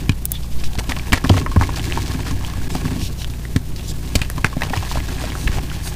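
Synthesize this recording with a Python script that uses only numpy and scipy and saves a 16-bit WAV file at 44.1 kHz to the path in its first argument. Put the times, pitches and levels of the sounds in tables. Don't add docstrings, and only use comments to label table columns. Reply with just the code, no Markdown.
import sys
import numpy as np
from scipy import signal
from scipy.io import wavfile
from scipy.ndimage import uniform_filter1d

SR = 44100
rng = np.random.default_rng(int(sys.argv[2]) if len(sys.argv) > 2 else 0)


def elevation(decibels):
    levels = np.asarray(decibels, float)
    return 10 ** (levels / 20)


def transcribe(u):
    v = np.clip(np.atleast_2d(u).T, -1, 1)
    q = np.round(v * 32767).astype(np.int16)
    wavfile.write(sys.argv[1], SR, q)


N = 262395

# t/s, level/dB, ring f/Hz, fine crackle re the ring/dB, length/s
BREAKS = [(.0934, -8, 2450, -6.5, 0.0024), (.7875, -23.5, 676, 1, 0.0066),
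          (.9205, -11.5, 1850, -15, 0.00052), (1.1218, -9, 2780, -12, .0022),
          (1.1287, -3, 1890, -6, 0.0068), (1.134, -8, 760, -21, 0.004), (1.175, -15, 1650, -14, 0.0032),
          (1.2407, -15, 1100, -12, 0.002), (1.2472, -10.5, 1680, -11, 0.0021),
          (1.2936, -7.5, 3150, -8, 0.002915), (1.2975, -1.5, 425, -24, 0.0033),
          (1.3685, -13, 1100, -16, 0.00415), (1.375, -9.5, 690, -17, 0.0015),
          (1.5605, -13, 1050, -15, 0.00393), (1.6113, -4, 910, -15, 0.0015),
          (1.923, -11, 2600, -17, 0.00091), (3.561, -16, 1680, 1.5, 0.0038),
          (4.1531, -11, 2300, 4.5, 0.005), (4.154, -10, 594, -20, 0.0012),
          (4.2155, -10.5, 2540, -5.5, 0.004), (4.4448, -0.5, 1580, -17, 0.0012),
          (4.445, -7, 790, -5, 0.0019), (4.6188, -9, 1870, -13, 0.0019), (4.733, -11, 770, -20, 0.0025),
          (5.473, -14, 2500, -27, 0.0038)]
# t/s, level/dB, ring f/Hz
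KNOCKS = [(.752, -25, 724), (2.75, -20, 760), (2.961, -25, 690), (1.622, -13, 900), (4.737, -13.5, 1860),
          (4.703, -20.5, 606), (.806, -25, 870), (.894, -25, 2280), (.9645, -19.5, 2520),
          (.995, -19.5, 2280), (1.2552, -15, 730), (1.341, -16, 1030), (1.3797, -11.5, 2080),
          (1.415, -21, 1070), (1.462, -9.5, 1030), (1.6905, -14, 1010), (1.564, -13.5, 603),
          (4.6245, -18, 800), (4.869, -27, 1000), (2.8525, -24.5, 1700), (2.481, -28, 1050),
          (1.7417, -24, 1030), (1.9733, -11.5, 910), (2.1447, -26.5, 1640), (2.615, -29, 1510),
          (3.7946, -26, 2670), (4.528, -20.5, 1070), (4.567, -16.5, 540), (4.9129, -16.5, 1020),
          (4.9557, -14, 690), (4.9716, -14, 980), (5.0018, -21, 2060), (5.2386, -17.5, 647),
          (5.352, -17, 1080), (5.5845, -16, 784), (5.7141, -22, 1280)]
# t/s, level/dB, ring f/Hz
CRUNCHES = [(.9085, -20.5, 670), (.964, -23, 940), (1.149, -31, 1650), (1.162, -28, 2150),
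            (1.261, -25, 1000), (1.331, -25, 544), (1.514, -19.5, 1060), (1.6186, -13.5, 990),
            (1.632, -15.5, 1960), (1.7578, -22, 4700), (2.278, -32, 1740), (2.307, -25, 1020),
            (2.439, -25, 880), (4.696, -22, 2480), (2.5618, -36, 1250), (2.7497, -16, 790),
            (2.8504, -24, 1050), (2.867, -27, 2500), (4.027, -35, 1010), (4.247, -27, 2680),
            (4.3786, -19.5, 890), (4.4605, -18, 1800), (4.459, -23, 900), (2.701, -26, 2140),
            (4.576, -32, 2190), (4.6073, -20, 1440), (4.632, -17, 776), (4.668, -23, 790),
            (4.761, -19, 920), (4.824, -21, 736), (4.9461, -25, 2550), (5.0836, -30, 1670)]
# t/s, level/dB, ring f/Hz
FLAKES = [(.0032, -32, 2680), (.119, -26.5, 3000), (.348, -38, 3500), (.37, -42, 3670), (.4319, -33, 4560),
          (.523, -36, 4710), (.6, -34, 4860), (.6363, -23, 2600), (.64, -24.5, 5070), (.7525, -29, 4100),
          (.776, -30, 4450), (.9861, -27, 4770), (2.269, -31, 4850), (2.309, -25, 6000), (2.763, -29, 4920),
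          (2.9299, -34, 4040), (3.217, -26, 3020), (3.48, -48, 3870), (3.7603, -27.5, 4400),
          (3.808, -33, 3220), (3.89, -31, 4020), (4.074, -34, 4040), (4.7722, -19, 2550), (4.5, -35, 1700),
          (5.666, -48, 4790), (5.873, -24, 3440)]
# t/s, level/dB, ring f/Hz
SNICKS = [(.8419, -30.5, 3100), (1.7954, -16.5, 2800), (1.911, -20, 1600), (2.4477, -19, 2900),
          (3.245, -17, 2860), (3.337, -29, 2520), (3.452, -22.5, 1960), (5.7, -23, 3000), (4.3, -18, 1540),
          (4.634, -15, 2800), (2.5, -27, 3000), (2.556, -31, 1700), (2.232, -30, 2300), (1.8, -29, 2000),
          (4.234, -27, 2720), (3.3, -29, 4500), (5.302, -22, 3000), (5.32, -20, 2160),
          (5.4765, -12.5, 1780), (5.479, -15, 2100), (4.3, -19, 10000), (5.413, -26, 3900)]
# t/s, level/dB, ring f/Hz
GRIT = [(1.7214, -37, 1080), (1.772, -26, 1310), (1.8416, -24, 2200), (1.888, -32, 1060), (1.9, -24, 2000),
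        (1.945, -32, 2400), (2.021, -32, 2200), (2.0596, -29, 4500), (2.108, -31, 2000),
        (2.1359, -26, 1050), (2.2317, -33, 1570), (2.2502, -31, 1070), (2.4253, -31, 890),
        (2.5076, -37, 990), (2.536, -26, 1110), (2.9162, -30, 790), (3.0154, -23.5, 2740),
        (3.0977, -33, 1110), (4.8755, -28, 1770), (5.0885, -33, 1670), (5.1249, -28, 2500),
        (5.2157, -28, 1080), (5.272, -32, 2500), (5.437, -42, 3500), (5.5285, -28, 1700),
        (5.548, -32, 3300), (5.6123, -47, 1070), (5.6502, -47, 1110), (5.6911, -44, 1090),
        (.733, -30, 3200), (.444, -35, 1010), (4.083, -39, 3000)]


def all_cracks():
    kinds = [(KNOCKS, (-18, .0023)), (CRUNCHES, (-6, .0048)), (FLAKES, (-3, .0036)),
             (SNICKS, (-10, .0011)), (GRIT, (-3, .0014))]
    small = [row + kind for rows, kind in kinds for row in rows]
    return BREAKS + small


# f/Hz, level per Hz/dB
POWDER = [(1200, -14), (2500, -1), (4500, 0), (8000, -6), (11500, -12), (15500, -12)]
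# f/Hz, width/Hz, level/dB
LINGER = [(1078, 40, -5.5), (1715, 43, -2)]
SNAP_DB = 16
RING_WIDTH = .11
DULL_HZ = 149


def cracks():
    out, t = np.zeros(N), np.arange(2200) / SR
    powder_taps = taps_of(POWDER)[:256]
    for s, db, hz, fine_db, length in all_cracks():
        ring_noise, fine_noise, unevenness = rng.standard_normal((3, len(t)))
        u = t / max(length, .0007)
        burst_fall = np.exp(-(u / 1.4) ** 1.4)
        debris = .09 * np.exp(-t / .012)
        shape = (1 - np.exp(-1.8 * u)) * (burst_fall + debris)
        shape = shape * elevation(3.0 * unevenness)
        snap = -elevation(SNAP_DB) * (np.arange(len(t)) == round(.0004 * SR + length * SR / 2))
        micro_cracks = ring_noise * shape + snap
        face = band(micro_cracks, 0.19 * hz, 1.5 * hz)
        width = RING_WIDTH * hz * (hz / 1000) ** 0.2 + DULL_HZ * (500 / hz) ** 2
        ring = resonate(resonate(micro_cracks, hz, width), hz, 1.9 * hz)
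        lump = topped(ring) + 0.75 * topped(face)
        fine = np.convolve(fine_noise * shape + snap, powder_taps)[:len(t)]
        add(out, s - .0004, elevation(db - 1.43) * (topped(lump) + elevation(fine_db) * topped(fine)))
    return out + sum(elevation(db) * resonate(out, hz, width) for hz, width, db in LINGER)


# t/s, length/s, level/dB
GRINDS = [(1.126, 0.065, -23), (1.238, 0.019, -25.5), (1.364, 0.032, -25.5), (4.447, 0.03, -25),
          (4.476, 0.075, -38.5), (4.166, 0.092, -35.5), (1.295, 0.076, -36), (1.632, .02, -32),
          (4.635, .04, -33), (5.216, 0.1, -35.5), (0.785, 0.021, -22.5), (0.891, 0.041, -26.5),
          (1.592, 0.032, -27.5), (1.962, 0.069, -34.5), (2.06, 0.091, -38), (2.252, 0.073, -32),
          (4.726, 0.058, -32), (4.945, 0.042, -33), (5.077, 0.061, -33), (5.505, 0.092, -33.5)]


def grinding():
    grit = grains(2500, 3.6, 2.2, 70, .0004)
    grit = colour(grit, [(300, 1), (700, -0.5), (2000, -2.0), (4500, -5.5), (9000, -13.5), (15500, -26)])
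    t, loudness = np.arange(N) / SR, np.zeros(N)
    for s, length, db in GRINDS:
        sink_db = 1.7 * np.clip((t - s) / length, 0, 1)
        start, stop = (t - s) / 0.0027, (s + length - t) / 0.0078
        loudness += elevation(db - sink_db) * np.clip(np.minimum(start, stop), 0, 1)
    return evened(grit) * loudness


# t/s, grip level/dB, spill into the tub level/dB
CRUMBLE = [(0.0, -42.5, -28), (0.35, -57.5, -42), (0.94, -40.5, -34.5), (1.19, -42.5, -32.5),
           (1.37, -32, -14.5), (1.47, -40.5, -28.5), (1.74, -35, -25.5), (2.38, -39.5, -29),
           (2.55, -40, -32.5), (2.92, -37.5, -24.5), (3.18, -50, -38), (3.6, -49, -33.5), (3.8, -47, -33),
           (4.19, -42.5, -32), (4.47, -46.5, -36), (4.78, -37, -32), (5.4, -38, -28.5), (5.95, -39, -34.5)]
# f/Hz, level per Hz/dB
CRUMBS = [(240, -20.5), (400, 5), (480, -10), (684, 1.5), (1070, -1), (1310, -5), (1690, 0), (1870, -2.5),
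          (2630, -10.5), (9100, -10.5), (11800, -47), (20000, -120)]
# f/Hz, width/Hz, level/dB
HOLLOW = [(790, 370, 3), (1093, 43, 9.5), (1680, 110, 5), (2600, 670, 11)]
# f/Hz, width/Hz, level/dB
TUB = [(93.5, 22, -1), (146, 21, -3.5), (251.5, 54.5, -5), (356.2, 14, -14.5)]
DUST_DB, DUST_PER_GRIP = -42, 1.32


def crumbling():
    crumbs = colour(grains(1600, 3.5, 2.8, 22, .0008), CRUMBS)
    crumbs += sum(elevation(db) * resonate(crumbs, hz, width) for hz, width, db in HOLLOW)
    dust = colour(grains(2000, 3.3, 3.0, 12, .0005), POWDER)
    bits = grains(600, 1.7, 0.8, 25, .002)
    patter = np.zeros(N)
    for hz, width, db in TUB:
        ring = resonate(resonate(bits, hz, width), hz, 3 * width)
        patter += elevation(db) * evened(ring)
    grip_db, spill_db = curve(CRUMBLE, column=1), curve(CRUMBLE, column=2)
    dust_db = DUST_DB + DUST_PER_GRIP * (grip_db + 40)
    return elevation(grip_db) * evened(crumbs) + elevation(dust_db) * evened(dust) + elevation(spill_db) * evened(patter)


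# t/s, peak level/dB, f/Hz, t60/s, wall slap/dB
JOLTS = [(.782, -6, 56, 0.017, -31), (1.1205, -11, 120, 0.039, -18), (1.1295, -3, 75, 0.04, -8),
         (1.243, -22, 85, 0.03, -5), (1.2985, -3, 111, 0.025, 0), (1.3072, 2, 88.5, 0.07, -22),
         (1.347, -14, 80, 0.04, -30), (1.38, -13, 57.3, 0.13, -21), (1.5615, -14, 110, 0.024, -3.5),
         (1.5705, 1.5, 78, 0.071, -15), (1.6005, -6, 90, 0.04, -30), (1.612, -9, 90, 0.06, -11),
         (4.1535, -4, 60, 0.022, -8.5), (4.445, -5, 100, 0.031, -21), (4.772, -15, 92, 0.11, -45),
         (5.462, -14, 49.5, 0.13, -45), (5.496, -11.5, 45, .06, -47)]
# t/s, peak level/dB, f/Hz, wall slap/dB
LUMPS = [(0.89, -10, 61, -14.5), (1.85, -14, 92.5, -34), (1.967, -17, 97, -50), (2.149, -28, 79, -14),
         (2.312, -14, 80, -20), (2.327, -13, 80, -21), (2.348, -15, 90, -27), (2.58, -13, 60, -30),
         (1.99, -16, 95, -30), (2.75, -35, 64, -13), (2.798, -25, 71, -40), (2.717, -25, 90, -19),
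         (2.844, -17, 116, -20), (2.856, -17, 126, -13), (2.877, -17, 110, -24), (2.915, -19, 90, -12),
         (2.934, -36, 90, -23), (2.962, -27, 92, -14), (2.978, -15, 99, -20), (2.996, -23, 99, -20),
         (3.018, -18, 164, -38), (4.2142, -7.5, 80, -34), (4.376, -16, 80.7, -18), (4.973, -8, 56, -19.5),
         (5.582, -12, 56.5, -26)]
# t/s, peak level/dB, f/Hz, t60/s, wall slap/dB
SPLITS = [
    (0.0933, -1.5, 105, 0.045, -11),
    (3.5606, -3.5, 125, 0.029, -7.5),
    (4.567, -11, 137, 0.028, -17.5),
    (1.1355, -3, 45, .06, -13),
    (1.263, -8.5, 65, .06, -33),
    (4.159, -3, 41, 0.044, -42),
    (4.4425, -11, 140, 0.022, -30),
    (4.984, -13, 67, .04, -40),
    (3.567, -6, 46, 0.036, -27),
    (4.705, -16.5, 180, 0.024, -17),
]
LUMP_T60_S = 0.031


def all_thuds():
    inward = JOLTS + [(s, db, hz, LUMP_T60_S, slap_db) for s, db, hz, slap_db in LUMPS]
    return [(-1,) + row for row in inward] + [(1,) + row for row in SPLITS]


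def thuds():
    out, t = np.zeros(N), np.arange(9000) / SR
    sagging_t = t + 0.0027 * (1 - np.exp(-t / 0.00085))
    wall = np.zeros(len(t))
    for wall_hz, wall_db in ((185., 3.5), (255., 4.0), (390., -4.5)):
        wall += elevation(wall_db) * np.sin(2 * np.pi * wall_hz * t)
    for way, s, db, hz, t60, slap_db in all_thuds():
        swing = np.sin(2 * np.pi * hz * sagging_t) * elevation(db - 60 * t / max(t60, .02))
        slap = wall * elevation(slap_db - 7.5 - 60 * t / 0.045)
        add(out, s, way * (swing + slap) * np.minimum(t / 0.0029, 1))
    return out + sum(elevation(db + 4.5) * resonate(out, hz, width) for hz, width, db in TUB)


# t/s, peak level/dB
TICKS = [
    (.2544, 1),
    (.3186, 1),
]


def ticks():
    out, t = np.zeros(N), np.arange(900) / SR
    for s, db in TICKS:
        spray = .11 * rng.standard_normal(len(t)) * np.exp(-t / .0026)
        spray[:3] = -1, .8, .1
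        spray = colour(spray, [(500, -36), (2500, -10), (5000, -10), (9000, 0), (15000, 0), (16600, -14)])
        add(out, s, elevation(db) * spray / abs(spray).max())
    return out


# t/s, length/s, level/dB, centre f/Hz
RUBS = [(0.331, 0.05, -45, 3700), (0.417, 0.033, -49, 4460), (0.512, 0.028, -45, 4380),
        (0.58, 0.038, -44.5, 4320), (0.638, 0.042, -40.5, 5060), (2.682, 0.071, -42, 6900),
        (2.994, 0.092, -36, 4970), (3.174, 0.072, -41.5, 5200), (3.76, 0.036, -47, 4860),
        (3.83, 0.042, -45, 5100), (3.87, 0.052, -36, 6500), (3.957, 0.096, -54, 7500),
        (5.338, 0.13, -41.5, 7900), (5.828, 0.078, -36.5, 8400)]


def rubs():
    out = np.zeros(N)
    for s, length, db, hz in RUBS:
        noise = rng.standard_normal(6000)
        hiss = colour(noise, [(hz / 4, -30), (hz / 2, -3), (hz, 0), (hz * 2, -7), (hz * 4, -14)])
        hiss = evened(hiss)
        hiss += sum(1.46 * resonate(hiss, hz * share, 480) for share in (.56, .75, 1.1))
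        u = np.arange(round(length * SR)) / (length * SR)
        stroke = np.sin(np.pi * u ** 1.2) ** 0.4
        add(out, s, elevation(db) * hiss[:len(u)] * stroke)
    return out


# t/s, level/dB, f/Hz
SQUEAK = [
    (0.335, -42, 3460),
    (0.355, -33, 3550),
    (0.367, -37, 3370),
    (0.385, -52, 3300),
]


def squeak():
    start, stop = SQUEAK[0][0], SQUEAK[-1][0]
    on = np.interp(np.arange(N) / SR, [start - .01, start, stop, stop + .01], [0, 1, 1, 0])
    whistle = resonate(rng.standard_normal(N), curve(SQUEAK, 2), 120)
    return on * elevation(curve(SQUEAK, 1)) * evened(whistle)


# t/s, level/dB
SWAY = [(0.1, -19.5), (0.36, -46), (0.79, -20), (1.14, -21), (1.47, -20), (1.62, -20), (1.9, -34),
        (2.268, -35), (4.15, -29), (4.41, -37), (4.6, -39), (5.1, -37), (5.5, -18)]
STILL_AIR_DB, GUST_RISE_DB_S, GUST_FALL_DB_S = -43, 234, 128
DRIFT_DB, DRIFT_SWELL_DB = -28, 1.5
PUSH_S, PUSH_CYCLE_S, PUSH_DB = .49, .25, -10.5


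def moving_air():
    t, gusts = np.arange(N) / SR, np.zeros(N)
    for s, db in SWAY:
        gusts += elevation(db - np.maximum(GUST_RISE_DB_S * (s - t), GUST_FALL_DB_S * (t - s)))
    air = evened(band(rng.standard_normal(N), 18, 42))
    drift = evened(band(rng.standard_normal(N), 2, 14))
    drift *= elevation(DRIFT_DB + DRIFT_SWELL_DB * wander(1.7))
    u = np.clip((t - PUSH_S) / PUSH_CYCLE_S, 0, 1)
    push = elevation(PUSH_DB) * np.sin(2 * np.pi * u) * np.sqrt(np.sin(np.pi * u) + 1e-12)
    return (elevation(STILL_AIR_DB) + gusts) * air + drift + push


# f/Hz, level/dB
HUM = [(29.7, -45), (59.2, -28), (118.4, -36), (150.7, -39), (183.0, -41.5), (236.9, -50), (360.7, -55)]
# f/Hz, level per Hz/dB
ROOM = [(15, -14.5), (25, 13.5), (64, -6), (101, 0), (139, -7.5), (220, -7), (366, -15.5), (563, -18),
        (679, -19), (1560, -27.5), (4000, -26), (15300, -30.5)]
ROOM_DB = -40.5


def room():
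    t, hum = np.arange(N) / SR, np.zeros(N)
    for hz, db in HUM:
        line = np.sin(2 * np.pi * (hz * t + rng.random()))
        hum += np.sqrt(2) * elevation(db + 0.76 * wander(0.94)) * line
    hiss = colour(rng.standard_normal(N) * elevation(1.8 * wander(36)), ROOM)
    hiss *= elevation(ROOM_DB) / band(hiss, 200, 15000).std()
    return hum + hiss


def grains(per_s, spread_db, clump_db, clump_hz, tail_s):
    happens = rng.random(N) < per_s / SR
    size = elevation(spread_db * np.minimum(rng.exponential(1, N), 3)) * happens
    clumps = elevation(clump_db * np.clip(wander(clump_hz), -2, 2))
    rustle = signal.lfilter([1], [1, -np.exp(-1 / (tail_s * SR))], size * clumps)
    return rustle * rng.standard_normal(N)


def resonate(x, hz, width):
    turn = np.exp(2j * np.pi * np.cumsum(hz * np.ones(len(x))) / SR)
    r = np.exp(-np.pi * width / SR)
    return 2 * (turn * signal.lfilter([1 - r], [1, -r], x / turn)).real


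def taps_of(points):
    f, db = np.transpose(points)
    hz = abs(np.fft.fftfreq(8192, 1 / SR))
    gain_db = np.interp(np.log(hz + 1), np.log(f + 1), db)
    log_gain = np.log(elevation(np.maximum(gain_db, -80)))
    return np.fft.ifft(np.exp(log_gain - 1j * signal.hilbert(log_gain).imag)).real[:4096]


def colour(x, points):
    return signal.oaconvolve(x, taps_of(points))[:len(x)]


def band(x, low_hz, high_hz):
    return signal.sosfilt(signal.butter(3, [low_hz, high_hz], "band", fs=SR, output="sos"), x)


def wander(hz):
    return evened(signal.sosfilt(signal.butter(2, hz, fs=SR, output="sos"), rng.standard_normal(N)))


def evened(x):
    return x / np.sqrt(np.mean(x ** 2) + 1e-20)


def topped(burst):
    return burst / np.sqrt(2 * uniform_filter1d(burst ** 2, size=66).max())


def curve(rows, column):
    rows = np.array(rows)
    return np.interp(np.arange(N) / SR, rows[:, 0], rows[:, column])


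def add(mix, s, sound):
    part = mix[round(s * SR):][:len(sound)]
    part += sound[:len(part)]


def scene():
    near = cracks() + grinding() + crumbling() + rubs() + squeak()
    t = np.arange(3000) / SR
    walls = rng.standard_normal(len(t)) * elevation(-60 * t / 0.11) * (t > .002)
    near += elevation(-18) * signal.oaconvolve(near, walls / np.linalg.norm(walls))[:N]
    mix = near + thuds() + moving_air() + room()
    low_pass = signal.firwin(601, 15450, window=("kaiser", 8), fs=SR)
    cut = signal.oaconvolve(mix, low_pass, "same")
    return (cut + elevation(-42) * (mix - cut) + ticks())[None]


def top_cut(x):
    return signal.sosfilt(signal.butter(12, 16520, fs=SR, output="sos"), x)


# t/s, gain
DROPOUT = [
    (2.6815, 1),
    (2.684, .08),
    (2.688, .12),
    (2.696, 1),
]


def record(dry):
    bright = signal.sosfilt(signal.butter(1, 60, "high", fs=SR, output="sos"), dry[0])
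    power_db = 10 * np.log10(abs(uniform_filter1d(bright ** 2, size=300)) + 1e-12)
    fall_db = np.arange(N) * 35. / SR
    held_db = np.maximum.accumulate(power_db + fall_db) - fall_db
    over_db = np.maximum(held_db + 15, 0)
    late_db = signal.lfilter([.004], [1, -.996], over_db)
    flattened = np.clip(curve(DROPOUT, 1) * dry / elevation(0.28 * late_db), -1, 1)
    low_pass = signal.firwin(301, 16350, window=("kaiser", 8), fs=SR)[None]
    mix = np.clip(signal.oaconvolve(flattened, low_pass, "same"), -1, 1)
    return top_cut(mix)


dry = scene()
out = record(dry)
transcribe(out)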